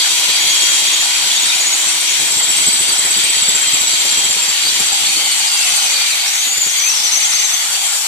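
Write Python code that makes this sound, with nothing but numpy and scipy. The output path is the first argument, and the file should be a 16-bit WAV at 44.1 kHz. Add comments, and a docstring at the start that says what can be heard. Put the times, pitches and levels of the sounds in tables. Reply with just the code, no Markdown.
"""A corded drill bores into a masonry wall indoors, close to a two-port microphone. Motor and gears
whine through the housing; the trigger is let go at 5 s, so the rotor coasts down, and pulsed once more.
The bit sticks and slips on the stone: it squeaks about once a turn and squeals as it slows.
Low thumps reach mainly the left port, and the bare room answers."""
import sys
import numpy as np
from scipy import signal
from scipy.fft import rfft, irfft, next_fast_len
from scipy.io import wavfile
from scipy.ndimage import uniform_filter1d, map_coordinates

SR = 44100
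rng = np.random.default_rng(int(sys.argv[2]) if len(sys.argv) > 2 else 0)


def master_out(mix):
    """Clip the mix to full scale and print it as 16-bit PCM to the path in sys.argv[1]."""
    frames = np.transpose(np.atleast_2d(mix))
    ceiling = np.clip(frames, -1, 1)
    pcm = np.round(ceiling * 32767).astype(np.int16)
    wavfile.write(sys.argv[1], SR, pcm)


N = 356151

# Rotor speed: t/s, f/Hz (turns a second)
ROTOR_SPEED = [(0, 326.5), (.35, 327.8), (1.2, 323.2), (1.6, 323), (2.3, 324.2), (3.35, 320), (3.8, 320.5),
               (5.03, 326), (5.34, 295), (5.8, 254.5), (6.27, 219.7), (6.78, 177), (6.86, 208), (6.95, 232),
               (7.2, 216), (7.66, 188), (8.08, 166)]
# Band faders of the motor: t/s, then level/dB of hum, drone, gears, hiss, top
MOTOR_BANDS = [(0, -43, -29.5, -15, -15.5, -30.5), (1.2, -43, -31, -16, -16.5, -32.5),
               (2.4, -43.5, -31, -17.5, -17, -32.5), (3.6, -44, -31, -16.5, -17.5, -34),
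               (5, -44.5, -31, -16, -17, -32), (6.05, -44.5, -30, -16.5, -16, -31),
               (6.6, -49, -34, -20, -20, -31), (7.2, -46, -31.5, -17, -17.5, -33.5),
               (8.08, -47, -30.5, -21, -17.5, -29.5)]
GEAR_RATIO, CHUCK_RATIO = 5, 20  # rotor turns per turn of the gear shaft, of the chuck
def motor():
    """Air and gear noise throbs with the three shafts and sounds, with their tones, through the housing."""
    speed, = curves(ROTOR_SPEED)
    angle = 2 * np.pi * np.cumsum(speed) / SR
    throb = 1 + .076 * np.cos(angle) + .061 * np.cos(angle / GEAR_RATIO)
    throb += .062 * np.cos(angle / CHUCK_RATIO)
    source = throb * motor_rush() + motor_whine(speed, angle)
    out, edges_hz = 0, [0, 620, 1750, 5000, 11000, SR]
    for db, lo, hi in zip(curves(MOTOR_BANDS), edges_hz, edges_hz[1:]):
        band = filtered(source, lambda hz: housing(hz) * (hz >= lo) * (hz < hi))
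        out += amp(db + .6 * wobble(9)) * unit(band)
    return out


# Gear tones: harmonic number of the gear shaft
GEAR_HARMONICS = [15, 34, 45, 51, 55, 56, 60, 61, 65, 83, 84, 85, 90, 94, 95, 115, 120, 144]
# Their balance at full load: level/dB
GEAR_LEVELS = [-20.5, -41, -25, -26, -40, -23.5, -26, -24, -26.5, -32, -22.5, -21, -23.5, -48, -20, -42,
               -24, -35]
# How hard the drill works: t/s, gear load/0-1, fan whine level/dB
LOAD_AND_FAN = [(0, 0.78, -20.5), (.75, 0.7, -15.5), (1.3, 0.76, -23), (3.35, 0.58, -22.5), (4.1, 0.6, -21),
                (5.03, 0.5, -28), (5.25, 0, -19.5), (5.5, 0.3, -18), (5.95, 0, -18.5), (6.3, 0.25, -27),
                (7.05, 0.35, -22), (8.08, 0.03, -33)]
def motor_whine(speed, angle):
    """Rotor, fan and gear teeth sing at harmonics of the gear shaft; the gear tones follow the load."""
    load, fan_db = curves(LOAD_AND_FAN)
    pace = speed / speed[0]
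    spin_up = np.clip(uniform_filter1d(np.gradient(speed) * SR, size=3000) / 300, 0, 1)
    tones = [(5, amp(-15) * pace ** .66),  # rotor unbalance
             (50, amp(fan_db + 2.6 * wobble(6))),  # ten fan blades
             *[(harmonic, amp(db) * load) for harmonic, db in zip(GEAR_HARMONICS, GEAR_LEVELS)],
             (60, amp(-4 + 5.4 * wobble(250)) * spin_up * pace ** 3),  # twelve armature slots howl
             (90, amp(-17.5) * (1 - load) * (1 - speed / speed.max()))]  # shows as the rotor slows
    out = np.zeros((2, N))
    for harmonic, strength in tones:
        shared_phase = harmonic * angle / GEAR_RATIO + rng.uniform(0, 2 * np.pi) + .3 * wobble(20)
        for port in out:
            phase = shared_phase + .7 * wobble(1.5)
            port += np.sqrt(2) * strength * amp(1.5 * wobble(8)) * np.sin(phase)
    return out


# Focus of the rush: f/Hz, direct gain/0-1
DIRECT_SHARE = [(300, 0.54), (700, 0.85), (1500, 0.42), (3000, 0.62), (12000, 0.37)]
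def motor_rush():
    """Air and gear noise arrives partly direct, partly as a diffuse wash."""
    near, far = patchy_noise(depth_db=2)[0], patchy_noise(depth_db=4)
    pair = np.array([near, np.roll(near, shift=4)])  # the left port is a little nearer
    direct = filtered(pair, lambda hz: along(DIRECT_SHARE, hz))
    wash = .71 * unit(room(near)) + .77 * far
    diffuse = filtered(wash, lambda hz: np.sqrt(1 - along(DIRECT_SHARE, hz) ** 2))
    return unit(direct + diffuse)


# Housing resonances: f/Hz, width/Hz, left level/dB, right level/dB
HOUSING_PEAKS = [(812, 140, 3.5, 5), (1480, 200, 7.5, 1.5), (2480, 58, 1.5, 3), (2760, 440, -2, -2.5),
                 (3340, 1040, 3, 2), (4617, 116, 7.5, 7), (5840, 220, 2.5, 4), (7530, 150, 7, 3.5),
                 (7910, 180, 5, -2)]
# Broad EQ of housing and microphone: f/Hz, left level/dB, right level/dB
PORT_EQ = [(60, -46, -37), (353, -23.5, -30.5), (760, -15, -10), (1645, -14, -9.5), (2127, -2, -3),
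           (4616, -2, -1), (5020, -6.5, -16.5), (5620, -1.5, -8), (7530, -1, -1.5), (9520, -7, -8),
           (10700, -5.5, -14), (10850, -12, -10), (11840, 1.5, -1), (14240, -3, -5.5), (14400, -52, -54)]
def housing(hz):
    """Gain at both ports: the housing's resonances ride on broad slopes."""
    peaks = sum(np.array([[left_db], [right_db]]) / (1 + (2 * (hz - centre) / width) ** 2)
                for centre, width, left_db, right_db in HOUSING_PEAKS)
    slopes = np.array([along(np.array(PORT_EQ)[:, [0, side]], hz) for side in (1, 2)])
    return amp(slopes + peaks)


def bit_friction():
    """The bit sticks and slips on the stone; squeaks and squeal share a fast shake in pitch and level."""
    tremor_hz = 110 * wobble(700)
    flutter_db = np.clip(2 * wobble(300), -5, 3)
    return squeaks(tremor_hz, flutter_db) + squeal(tremor_hz, flutter_db)


def squeaks(tremor_hz, flutter_db):
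    """Short chirps whose pitch bends as the tip binds and frees within a turn."""
    out, fade_s = np.zeros(N), .003
    for s, length, first_hz, middle_hz, last_hz, db in [*main_squeaks(), *faint_squeaks()]:
        u = np.linspace(0, 1, round((length + fade_s) * SR))
        start = round((s - fade_s / 2) * SR)
        here = slice(start, start + len(u))
        hz = first_hz * (1 - u) * (1 - 2 * u) + 4 * middle_hz * u * (1 - u) + last_hz * u * (2 * u - 1)
        phase = 2 * np.pi * np.cumsum(hz + tremor_hz[here]) / SR
        tone = np.sin(phase) + amp(-39) * np.sin(2 * phase)
        swell = np.clip(np.minimum(u, 1 - u) * length / fade_s, 0, 1)
        out[here] += amp(db + 3 + flutter_db[here]) * swell * tone
    return out


# Squeak cues, mostly one a chuck turn: t/s, f/Hz, level/dB
SQUEAK_CUES = [(.403, 6850, -21), (0.497, 6720, -17.5), (.568, 6800, -25), (.62, 6830, -19),
               (.686, 6980, -19), (.743, 7100, -18), (.87, 6720, -22), (.931, 6720, -16.5),
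               (1.0, 7080, -17.5), (1.263, 7850, -21), (1.359, 6800, -17), (1.423, 6880, -15),
               (1.457, 8110, -20.5), (1.547, 6990, -19.5), (1.603, 6830, -17), (1.662, 6800, -16),
               (1.725, 6800, -18), (1.8, 7230, -22), (1.862, 7490, -21), (2.102, 6800, -21),
               (2.196, 8750, -24), (2.255, 8300, -22), (2.305, 7750, -19), (2.36, 7500, -19),
               (2.379, 8000, -17), (2.423, 7520, -16.5), (2.482, 7700, -15), (2.561, 8180, -16),
               (2.603, 7800, -16), (2.663, 7940, -12), (2.728, 8030, -14), (2.791, 7900, -13.5),
               (2.821, 8550, -19), (2.879, 8670, -21), (2.918, 7930, -14), (2.981, 7960, -13),
               (3.048, 7900, -14), (3.106, 7920, -14), (3.17, 7840, -14.5), (3.236, 8220, -15.5),
               (3.294, 7880, -15.5), (3.356, 7830, -16), (3.419, 7760, -14), (3.48, 7770, -13),
               (3.548, 7570, -13.5), (3.613, 7620, -14.5), (3.673, 7750, -15.5), (3.733, 7680, -12.5),
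               (3.802, 7800, -18.5), (3.869, 7760, -18), (3.93, 7390, -21), (3.993, 7440, -18.5),
               (4.049, 7400, -17.5), (4.108, 7560, -17), (4.172, 7700, -15), (4.238, 7670, -17),
               (4.297, 7250, -16.5), (4.42, 7470, -18), (4.484, 7430, -18), (4.612, 7350, -19.5),
               (4.659, 4530, -16), (4.679, 4670, -17.5), (4.735, 7130, -17.5), (4.796, 7400, -14.5),
               (4.859, 7820, -16), (4.923, 7570, -15), (5.063, 4400, -21), (5.092, 4400, -18),
               (5.16, 4300, -18), (5.251, 4450, -20), (5.316, 4450, -18), (5.365, 8200, -21),
               (5.405, 4480, -21), (5.47, 4930, -19), (5.935, 4540, -21), (5.957, 4500, -20),
               (6.012, 4500, -23), (6.1, 4500, -21), (6.12, 3860, -20.5), (6.187, 4620, -24),
               (6.204, 4330, -23)]
# Squeak shape as the hole deepens: t/s, length/s, glide/Hz, sag in the middle/Hz
SQUEAK_SHAPE = [(0.505, 0.028, 150, 52), (1.4, 0.013, 0, 0), (1.7, 0.027, 450, 0), (2.295, 0.024, 379, 80),
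                (2.695, 0.03, -200, 323), (2.903, 0.019, -600, 50), (3.6, 0.018, -500, 0),
                (4.202, 0.0226, -350, 32), (4.65, 0.017, 0, 0), (4.9, 0.012, -350, 80),
                (5.3, 0.013, 205, 0), (5.403, .025, -800, 0), (5.47, .018, 400, -3), (5.947, 0.016, 0, 0),
                (6.094, .022, -600, 0), (6.197, .02, 300, 0)]
def main_squeaks():
    """Each squeak takes its length and bend from the state of the tip at that moment."""
    s, hz, db = np.transpose(SQUEAK_CUES)
    when, *columns = np.transpose(SQUEAK_SHAPE)
    length, glide, sag = [np.interp(s, when, column) for column in columns]
    scatter_hz = 122 * rng.standard_normal((len(s), 2))
    first_hz = hz + sag - glide / 2 + scatter_hz[:, 0]
    last_hz = hz + sag + glide / 2 + scatter_hz[:, 1]
    return zip(s, length, first_hz, hz, last_hz, db)


# Runs of faint squeaks: start t/s, end t/s, squeak length/s, first, middle and last f/Hz, level/dB
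SQUEAK_RUNS = [(0.875, .96, 0.023, 3440, 3580, 3760, -21), (1.308, 1.5, 0.015, 3390, 3594, 3690, -19),
               (1.758, 2.03, 0.013, 8560, 8580, 8800, -20.5), (5.312, 5.46, 0.022, 7660, 8340, 8450, -25),
               (5.538, 5.86, 0.017, 9740, 9600, 9400, -22.5), (6.1, 6.22, 0.018, 9500, 9260, 8750, -28)]
def faint_squeaks():
    """Within a run the bit squeaks once per chuck turn, each time a little differently."""
    turns = np.cumsum(curves(ROTOR_SPEED)[0]) / CHUCK_RATIO / SR
    t = np.arange(N) / SR
    for start, end, length, *hz, db in SQUEAK_RUNS:
        spread = np.ptp(hz) / np.mean(hz) / 3 + .005  # wide glides vary the most
        first, last = np.interp([start, end], t, turns)
        for s in np.interp(np.arange(first, last), turns, t):
            pitches = np.array(hz) * (1 + spread * rng.standard_normal(3))
            yield s, length, *pitches, db + 1.5 * rng.standard_normal()


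# Long squeal of the slowing bit: t/s, f/Hz, level/dB
SQUEAL_LINE = [(5.55, 6000, -47), (5.575, 6200, -22.5), (5.9, 6180, -25), (5.93, 6200, -45),
               (6.24, 5900, -45), (6.28, 5600, -20), (6.31, 5840, -27), (6.33, 6950, -23),
               (6.36, 6450, -23), (6.41, 6340, -22), (6.43, 6780, -21), (6.53, 7030, -17.5),
               (6.62, 7100, -10), (6.65, 6780, -19), (6.68, 6970, -17.5), (6.74, 6350, -23.5),
               (6.78, 6800, -15), (6.83, 6040, -17.5), (6.89, 6300, -21), (7.0, 6020, -16.5),
               (7.13, 6160, -16.5), (7.26, 6550, -18), (7.35, 6400, -18), (7.45, 6320, -18.5),
               (7.5, 5930, -17), (7.545, 6320, -16), (7.575, 5970, -47)]
# A cutting edge catches, about twice a chuck turn: t/s, pitch drop/Hz, level drop/dB
EDGE_CATCHES = [(5.565, 1700, 0), (5.612, 0, 15), (5.638, 1500.5, 3), (5.69, 1, 15), (5.715, 701, -1),
                (5.808, 1699, 3), (5.88, 1898, 2), (6.315, -2, 12), (6.415, -1, 4), (6.5, 506, 5),
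                (6.555, 200, 26), (6.599, 300, 24), (6.642, 302, 9), (6.702, 1187, 4), (6.762, 300, 6),
                (6.805, 795, 10), (6.9, 693, -1), (6.945, 1008, 9), (6.99, 1102, 5), (7.022, 1400, 10),
                (7.077, 554, 2), (7.105, 1610, 19), (7.152, 498, 4), (7.195, 898, 15), (7.237, 798, 1),
                (7.285, 996, 20), (7.33, 1038, -1), (7.38, 1340, 11), (7.422, 1105, 15), (7.478, 1210, 22),
                (7.52, 806, 18)]
def squeal(tremor_hz, flutter_db):
    """An unbroken stick-slip tone that sinks and ducks where an edge catches."""
    t = np.arange(N) / SR
    hz, db = curves(SQUEAL_LINE)
    for s, drop_hz, drop_db in EDGE_CATCHES:
        dip = np.clip(1 - abs(t - s) / .018, 0, 1) ** .93  # 18 ms down, 18 ms back
        hz, db = hz - drop_hz * dip, db - drop_db * dip
    phase = 2 * np.pi * np.cumsum(hz + tremor_hz) / SR
    tone = np.sin(phase) + amp(-22) * np.sin(2 * phase)
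    gate = (t > SQUEAL_LINE[0][0]) & (t < SQUEAL_LINE[-1][0])
    return gate * amp(db + 1.5 + 2 * wobble(40) + flutter_db) * tone


# Pan of the direct bit sound: t/s, left minus right level/dB
BIT_PAN = [(6.4, 1.5), (6.8, 9)]
def bit_in_room(friction):
    """The bit is heard direct, leaning left, and back from the walls."""
    pan_db, = curves(BIT_PAN)
    return friction * amp([pan_db / 2, -pan_db / 2]) + amp(-3) * room(friction)


# Thump cues: t/s, level/dB
THUMP_CUES = [(1.86, -28), (2.364, -24), (2.675, -13), (2.797, -19), (3.176, -25), (3.48, -13),
              (4.045, -16), (4.799, -18.5), (6.46, -17), (6.571, -15), (6.659, -19)]
# Low flutter: t/s, bed level/dB, level/dB of the part that follows the bit
RUMBLE_LEVELS = [(0, -35, -15), (2.1, -36, -19), (2.5, -35, -11), (4.8, -36, -12.5), (5.3, -39, -25),
                 (6.5, -51, -21), (7.4, -54, -15.5), (7.7, -45, -18)]
# EQ of flutter and thumps: f/Hz, level/dB
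RUMBLE_EQ = [(20, -35), (60, -12.5), (120, -5), (350, -1.5), (700, -10), (1100, -12)]
def thumps(friction):
    """Low noise swells whenever the bit binds and jolts at each cue, nearly all at the left port."""
    bed_db, bind_db = curves(RUMBLE_LEVELS)
    binding = np.sqrt(abs(uniform_filter1d(friction ** 2, size=400)))
    gain = amp(bed_db + 5.7 * wobble(30)) + amp(bind_db + 2.2 * wobble(40)) * binding
    t = np.arange(N) / SR
    for s, db in THUMP_CUES:
        u = np.clip(t - s, 0, None) / .0085  # peaks after 8.5 ms
        gain += amp(db - 6) * u ** 2 * np.exp(2 - 2 * u)
    rumble = filtered(rng.standard_normal((2, N)), lambda hz: amp(along(RUMBLE_EQ, hz)))
    return gain * unit(rumble) * amp([[0], [-17]])


# Reverb of the bare room: f/Hz, 60 dB decay time/s
ROOM_DECAY = [(300, 0.7), (3000, 0.51), (10000, 0.55)]
def room(x):
    """Each port hears its own tail; each frequency dies at its own speed."""
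    hz, t, spectrum = signal.stft(rng.standard_normal((2, SR // 2)), SR, nperseg=256)
    decay = amp(-60 * t / along(ROOM_DECAY, hz)[:, None])
    tail = signal.istft(spectrum * decay, SR, nperseg=256)[1]
    delayed = np.pad(x, (200, 0))[None]
    return signal.fftconvolve(delayed, tail / np.linalg.norm(tail[0]), axes=1)[:, :N]


def patchy_noise(depth_db):
    """Two noises that share patches of random gain in time and frequency."""
    spectrum = signal.stft(rng.standard_normal((2, N)), nperseg=512)[2]
    patches = uniform_filter1d(rng.standard_normal(spectrum.shape[1:]), size=3, axis=0)
    patches = uniform_filter1d(patches, size=8, axis=1)
    return unit(signal.istft(spectrum * amp(depth_db * unit(patches)), nperseg=512)[1][:, :N])


def amp(db):
    """Decibels to gain."""
    return 10 ** (np.asarray(db) / 20)


def unit(x):
    """x at rms 1."""
    return x / np.sqrt(np.mean(x ** 2) + 1e-20)


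def along(points, hz):
    """Read (f/Hz, value) points on a log frequency axis."""
    f, values = np.transpose(points)
    return np.interp(np.log(hz + 1), np.log(f + 1), values)


def curves(rows):
    """One value per sample for each column after the time."""
    s, *columns = np.transpose(rows)
    return [np.interp(np.arange(N) / SR, s, column) for column in columns]


def wobble(rate):
    """A random curve, rate knots a second."""
    knots = rng.standard_normal(int(N * rate / SR) + 4)
    return map_coordinates(knots, [np.arange(N) * rate / SR], order=1)


def filtered(x, response):
    """x shaped by a gain that depends on frequency."""
    size = next_fast_len(N + 8192)
    return irfft(rfft(x, size) * response(np.fft.rfftfreq(size, 1 / SR)), size)[..., :N]


def scene():
    """The drill, its bit and the low jolts."""
    friction = bit_friction()
    return motor() + bit_in_room(friction) + thumps(friction)


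def record(dry):
    """Peaks are rounded off and the top is cut at 14.5 kHz."""
    soft = dry / (1 + abs(dry / .9) ** 4) ** (1 / 4)
    return filtered(soft, lambda hz: hz < 14500)


dry = scene()
out = record(dry)
master_out(out)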